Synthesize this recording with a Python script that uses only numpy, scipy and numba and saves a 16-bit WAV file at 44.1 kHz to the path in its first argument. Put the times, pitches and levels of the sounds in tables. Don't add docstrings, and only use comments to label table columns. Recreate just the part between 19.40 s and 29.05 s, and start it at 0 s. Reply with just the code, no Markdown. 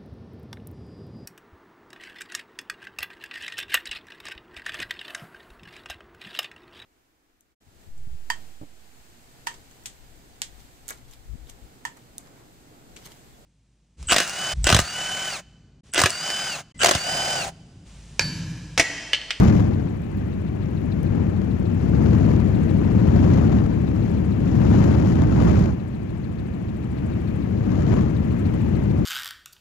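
import sys
import numpy as np
from scipy import signal
from scipy.fft import rfft, irfft, next_fast_len
from scipy.io import wavfile
from scipy.ndimage import uniform_filter1d
from numba import njit

SR = 44100
rng = np.random.default_rng(int(sys.argv[2]) if len(sys.argv) > 2 else 0)


def wav_out(sig):
    wavfile.write(sys.argv[1], SR, np.round(np.clip(np.atleast_2d(sig).T, -1, 1) * 32767).astype(np.int16))


def voltage_ratio(level):
    return 10 ** (np.asarray(level, float) / 20)


N = 425565
T = np.arange(N) / SR
SIZE = next_fast_len(N)
HZ = np.maximum(np.arange(SIZE // 2 + 1) * SR / SIZE, 1)


def along(table, hz):
    table_hz, value = np.transpose(table)
    return np.interp(np.log(hz), np.log(table_hz), value)


def noise(colour):
    inside = (HZ > colour[0][0]) & (HZ < colour[-1][0])
    return rfft(rng.standard_normal(SIZE)) * voltage_ratio(along(colour, HZ)) * inside


def band(spectrum, hz):
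    weight = np.clip(1 - np.abs(2 * np.log2(HZ / hz)), 0, 1)
    return irfft(spectrum * weight, SIZE)[:N]


def band_rms(spectrum, lo_hz, hi_hz):
    inside = (HZ > lo_hz) & (HZ < hi_hz)
    return np.sqrt(2 * np.sum(np.abs(spectrum[inside]) ** 2)) / SIZE


def smooth_twice(x, length):
    return uniform_filter1d(uniform_filter1d(x, length), length)


def walk(rate_hz):
    hold = int(SR / rate_hz)
    levels = np.repeat(rng.standard_normal(N // hold + 1), hold)
    return 1.3 * smooth_twice(levels, hold)[:N]


@njit
def svf(x, hz, width):
    y, band_state, low_state = np.empty(len(x)), 0., 0.
    for i in range(len(x)):
        g, damping = np.tan(np.pi * hz[i] / SR), width / hz[i]
        v = (band_state + g * (x[i] - low_state)) / (1 + g * (g + damping))
        band_state = 2 * v - band_state
        low_state += 2 * g * v
        y[i] = damping * v
    return y


def gusts():
    # peak t/s, rise/s, fall/s, strength/dB, hiss strength/dB
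    gust_list = [(0, .1, .25, 14.5, 16), (.21, 0.34, 0.03, 8.5, 11), (.33, .08, .1, 0.5, 2),
                 (.8, .08, .08, 2.5, 2), (1.76, 0.09, .15, 5, 2), (2.419, 0.054, 0.12, 1.5, 3.5),
                 (2.721, 0.18, 0.16, 5, 6), (2.9, 0.28, .1, 5, 5.5), (3.901, 0.33, 0.31, 8, 8.5),
                 (4.159, 0.14, .07, 6.5, 6.5), (4.699, .15, 0.078, 1.5, 3), (5.12, 0.087, .1, 4, 6.5),
                 (5.399, 0.26, 0.43, 10.5, 11.5), (5.69, 0.12, 0.14, 7, 11), (5.81, 0.099, .1, 9.5, 8.5),
                 (6.06, 0.21, .2, 12, 13), (6.202, 0.21, .1, 10, 12), (7.7, 0.15, 0.11, 2.5, 1),
                 (8.4, 0.17, .1, 6, 7.5), (8.538, .12, 0.13, 9.5, 10.5)]
    out = np.zeros((2, N))
    for s, rise_s, fall_s, db, hiss_db in gust_list:
        pace_s = np.where(T < s, rise_s, fall_s)
        bell = np.exp(-((T - s) / pace_s) ** 2)
        out = np.maximum(out, np.outer([db, hiss_db], bell))
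    return out


def ports(colour):
    # f/Hz, share/0-1
    likeness = [(40, .92), (130, .82), (250, .92), (400, .8), (700, .65), (1000, .25), (1500, .1)]
    lag_s = .00075
    left, like = noise(colour), along(likeness, HZ)
    delayed = left * np.exp(-2j * np.pi * HZ * lag_s)
    return left, like * delayed + np.sqrt(1 - like ** 2) * noise(colour)


def buffet(level_db, pan_db):
    # f/Hz, level/dB
    buffet_colour = [(22, -24.5), (45, -9.5), (65, -0.5), (100, 3.5), (135, -1.5), (200, 0.5), (265, -6.5),
                     (320, -6), (400, -15), (500, -20), (800, -34), (1300, -67.5)]
    # f/Hz, left minus right/dB
    left_lean = [(30, -2.5), (70, -5), (140, 1.5), (330, -0.4), (500, 3), (900, 4)]
    left, right = ports(buffet_colour)
    lean_db = along(left_lean, HZ)
    left, right = left * voltage_ratio(lean_db / 2), right * voltage_ratio(-lean_db / 2)
    out = 0
    for hz in 20 * 2 ** np.arange(0, 6.6, .5):
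        eddies = np.array([band(left, hz), band(right, hz)])
        power = np.mean(eddies ** 2, axis=0)
        swing = smooth_twice(power, int(.09 * SR)) / (power.mean() + 1e-18)
        out = out + eddies * (swing + .05) ** -.3
    port_db = level_db + 0.66 + np.array([pan_db, -pan_db]) / 2
    return out / band_rms(left, 40, 430) * voltage_ratio(port_db)


def turbulence(mid_db, treble_db):
    # f/Hz, level/dB
    turbulence_colour = [(350, -2.5), (600, -1.5), (1300, -10.5), (2000, -15.5), (2600, -20), (3200, -22.5),
                         (3500, -25.5), (4600, -25.5), (5000, -26.5), (7000, -26), (7700, -39),
                         (11000, -42), (15900, -46.5)]
    # f/Hz, level/dB
    lee_shadow = [(300, 3.5), (500, -4.5), (800, -20.5), (1300, -19), (3000, -21), (4400, -26.5),
                  (4900, -28), (7400, -35.5), (8200, -20.5), (11000, -15), (15900, -7)]
    left, right = ports(turbulence_colour)
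    right = right * voltage_ratio(along(lee_shadow, HZ))
    strength = np.clip((mid_db + 53.0) / 14, .15, 1.2)
    mid_db = mid_db - 0.84 - 20 * np.log10(band_rms(left, 700, 1800))
    treble_db = treble_db + 0.7 - 20 * np.log10(band_rms(left, 5000, 6380))
    burst, crackle, out = walk(90), walk(420), 0
    snap = voltage_ratio(snaps())
    for hz in 320 * 2 ** np.arange(0, 6.1, .5):
        bright = np.clip(np.log(hz / 1600) / np.log(3.2), 0, 1)
        gusty_db = 0.41 * burst + (1.4 + 0.45 * bright) * crackle + 1.3 * walk(60)
        rough = voltage_ratio(strength * gusty_db + .5 * walk(23))
        rough = rough / np.sqrt(uniform_filter1d(rough ** 2, int(.08 * SR)))
        level = voltage_ratio(mid_db + bright * (treble_db - mid_db))
        eddies = np.array([band(left, hz), band(right, hz)])
        out = out + snap * rough * level * eddies
    return out


def machinery(level_db):
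    # f/Hz, level/dB
    engine_left = [(600, -13.5), (1300, -11), (1700, 2), (2050, 0), (2500, 0), (3200, -8), (3500, -12),
                   (4600, -20), (4900, -27.5), (7200, -21.5), (8500, -31.5), (15900, -30)]
    engine_right = [(600, -18), (1050, -17), (1700, -14.5), (2200, -11), (3200, -27), (3500, -20.5),
                    (4500, -26), (4800, -50), (7800, -35.5), (8400, -25), (9500, -26.5), (10300, -28),
                    (12500, -31.5), (15900, -26)]
    # place in the turn/0-1, length/turns, start f/Hz, end f/Hz, width/Hz, level/dB
    swish_left = [
        (.305, .075, 4400, 3500, 1050, 20),
        (.36, .06, 8400, 7000, 2600, 11),
        (.87, .06, 8800, 6900, 3000, 12.5),
        (.12, .08, 14800, 14800, 4500, 0),
        (.62, .1, 14000, 13500, 7000, 1),
        (.8, .06, 4600, 4400, 1000, 11),
        (.32, .05, 2600, 2400, 600, 21),
    ]
    swish_right = [
        (.31, .075, 4400, 3700, 1200, 11),
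        (.33, .1, 9000, 8700, 2400, 1),
        (.85, .09, 9200, 8800, 2100, 5.5),
        (.83, .1, 13500, 13200, 6000, 2.5),
        (.3, .1, 13500, 13200, 6000, -1),
        (.33, .05, 2700, 2400, 600, 10),
        (.82, .05, 4600, 4400, 900, 2),
    ]
    hiss = irfft(np.array([noise(engine_left), noise(engine_right)]), SIZE)[:, :N]
    swish = np.array([voltage_ratio(1.0) * blades(swish_left), voltage_ratio(-0.1) * blades(swish_right)])
    return voltage_ratio(level_db) * (voltage_ratio(37) * hiss + swish)


def blades(swishes):
    rotor_hz = 6.765
    out = 0
    for place, length, start_hz, end_hz, width_hz, db in swishes:
        turns = rotor_hz * T - place + .5
        offset = (turns % 1 - .5) / length
        size_db = 1.8 * rng.standard_normal(N // 1000)[turns.astype(int) + 1]
        hz = start_hz + (end_hz - start_hz) * np.clip(.5 + offset / 2, 0, 1)
        puff = svf(rng.standard_normal(N), hz, 1. 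* width_hz)
        puff = svf(puff, hz, 1. * width_hz)
        out = out + puff / puff.std() * np.exp(-offset ** 2) * voltage_ratio(db + size_db)
    return out


def ticks():
    # t/s, peak level/dB
    tick_list = [
        (0.0343, -39),
        (0.0369, -41),
        (0.0404, -44),
        (0.62, -47.5),
        (0.7731, -48.5),
        (0.8812, -50),
        (1.4129, -52),
        (1.5867, -58.5),
        (1.632, -39.5),
        (3.0507, -47.5),
    ]
    out, tail_s = np.zeros(N + 200), np.arange(200) / SR
    for s, db in tick_list:
        grain = rng.standard_normal(200) * np.exp(-tail_s / .00035)
        out[int(s * SR):][:200] += voltage_ratio(db + 9.5) * grain
    high_pass = signal.butter(2, 5000, "high", fs=SR, output="sos")
    bright = signal.sosfilt(high_pass, out[:N])
    return np.array([voltage_ratio(-24.0) * bright, bright])


def snaps():
    # t/s, left rise/dB, right rise/dB
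    snap_list = [(0.055, 0, 13), (.164, 4, 4.5), (.205, 4.5, 5.5), (1.26, 8.5, 2.5), (2.018, 12, 6),
                 (2.625, 8, 2.5), (2.662, 8.5, 5), (2.751, 7.5, 6.5), (2.937, 7, 6.5), (3.003, 10, -2),
                 (3.062, 8.5, 5), (3.312, 5, 0.5), (3.915, 1.5, 10.5), (4.096, 10.5, 5), (5.344, 6.5, 13),
                 (5.374, 1.5, 7.5), (5.441, 3.5, 9), (5.564, -4.5, 6.5), (5.623, 4.5, 8),
                 (5.821, 8.5, 11.5), (6.038, 2.5, 12), (6.088, 0.5, 12.5), (6.226, 6, 6), (8.209, 4, 6),
                 (8.423, 9.5, -3), (8.54, 6.5, 4), (8.581, -5, 9), (8.83, 4.5, -0.5), (9.141, 10, 10)]
    out, around = np.zeros((2, N)), np.arange(-300, 300)
    bump = np.exp(-(around / SR / 0.0012) ** 2)
    for s, left_db, right_db in snap_list:
        out[:, int(s * SR) + around] += np.outer([left_db, right_db], bump)
    return out


def scene():
    # t/s, flow level/dB, wind angle as left minus right/dB
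    airflow = [(0, -18.5, 4), (.45, -22, 5), (.6, -27, 0.5), (1.4, -23.5, 6.5), (1.6, -22, 7),
               (2.4, -20.5, 6.5), (2.55, -17, 8), (3.5, -16.5, 6.5), (4.25, -18, 5), (4.45, -19, 6),
               (5.0, -19.5, 5), (5.2, -18, 6), (6.32, -20.5, -0.5), (6.37, -27, 1.5), (7.4, -26, 2),
               (8.1, -22, 6), (8.7, -20, 4.5), (9.65, -17.5, 5)]
    # t/s, level/dB
    machine_level = [(0, -74.5), (2.1, -74.5), (3.3, -69.5), (4.0, -75), (4.7, -72), (5.2, -73.5),
                     (6.3, -76), (7.3, -75.5), (7.9, -72), (8.4, -77), (9.0, -70), (9.65, -72)]
    usual_flow_db = -21
    s, flow_db, angle_db = np.transpose(airflow)
    flow_db = np.interp(T, s, flow_db) - usual_flow_db
    gust_db, hiss_db = gusts()
    buffet_db = -21.5 + 0.94 * flow_db + 0.65 * gust_db
    mid_db = -40.5 + .72 * flow_db + 0.97 * gust_db
    treble_db = -63 + 0.75 * flow_db + 1.08 * hiss_db
    pan_db = np.interp(T, s, angle_db) - 0.2 * gust_db
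    wind = buffet(buffet_db, pan_db) + turbulence(mid_db, treble_db)
    machine_db = np.interp(T, *np.transpose(machine_level))
    return wind + machinery(machine_db) + ticks()


def top_cut(x):
    return signal.sosfilt(signal.butter(12, 15750, fs=SR, output="sos"), x)


def record(dry):
    rounded = np.tanh(1.023 * dry) / 1.154
    return top_cut(rounded)


dry = scene()
out = record(dry)
wav_out(out)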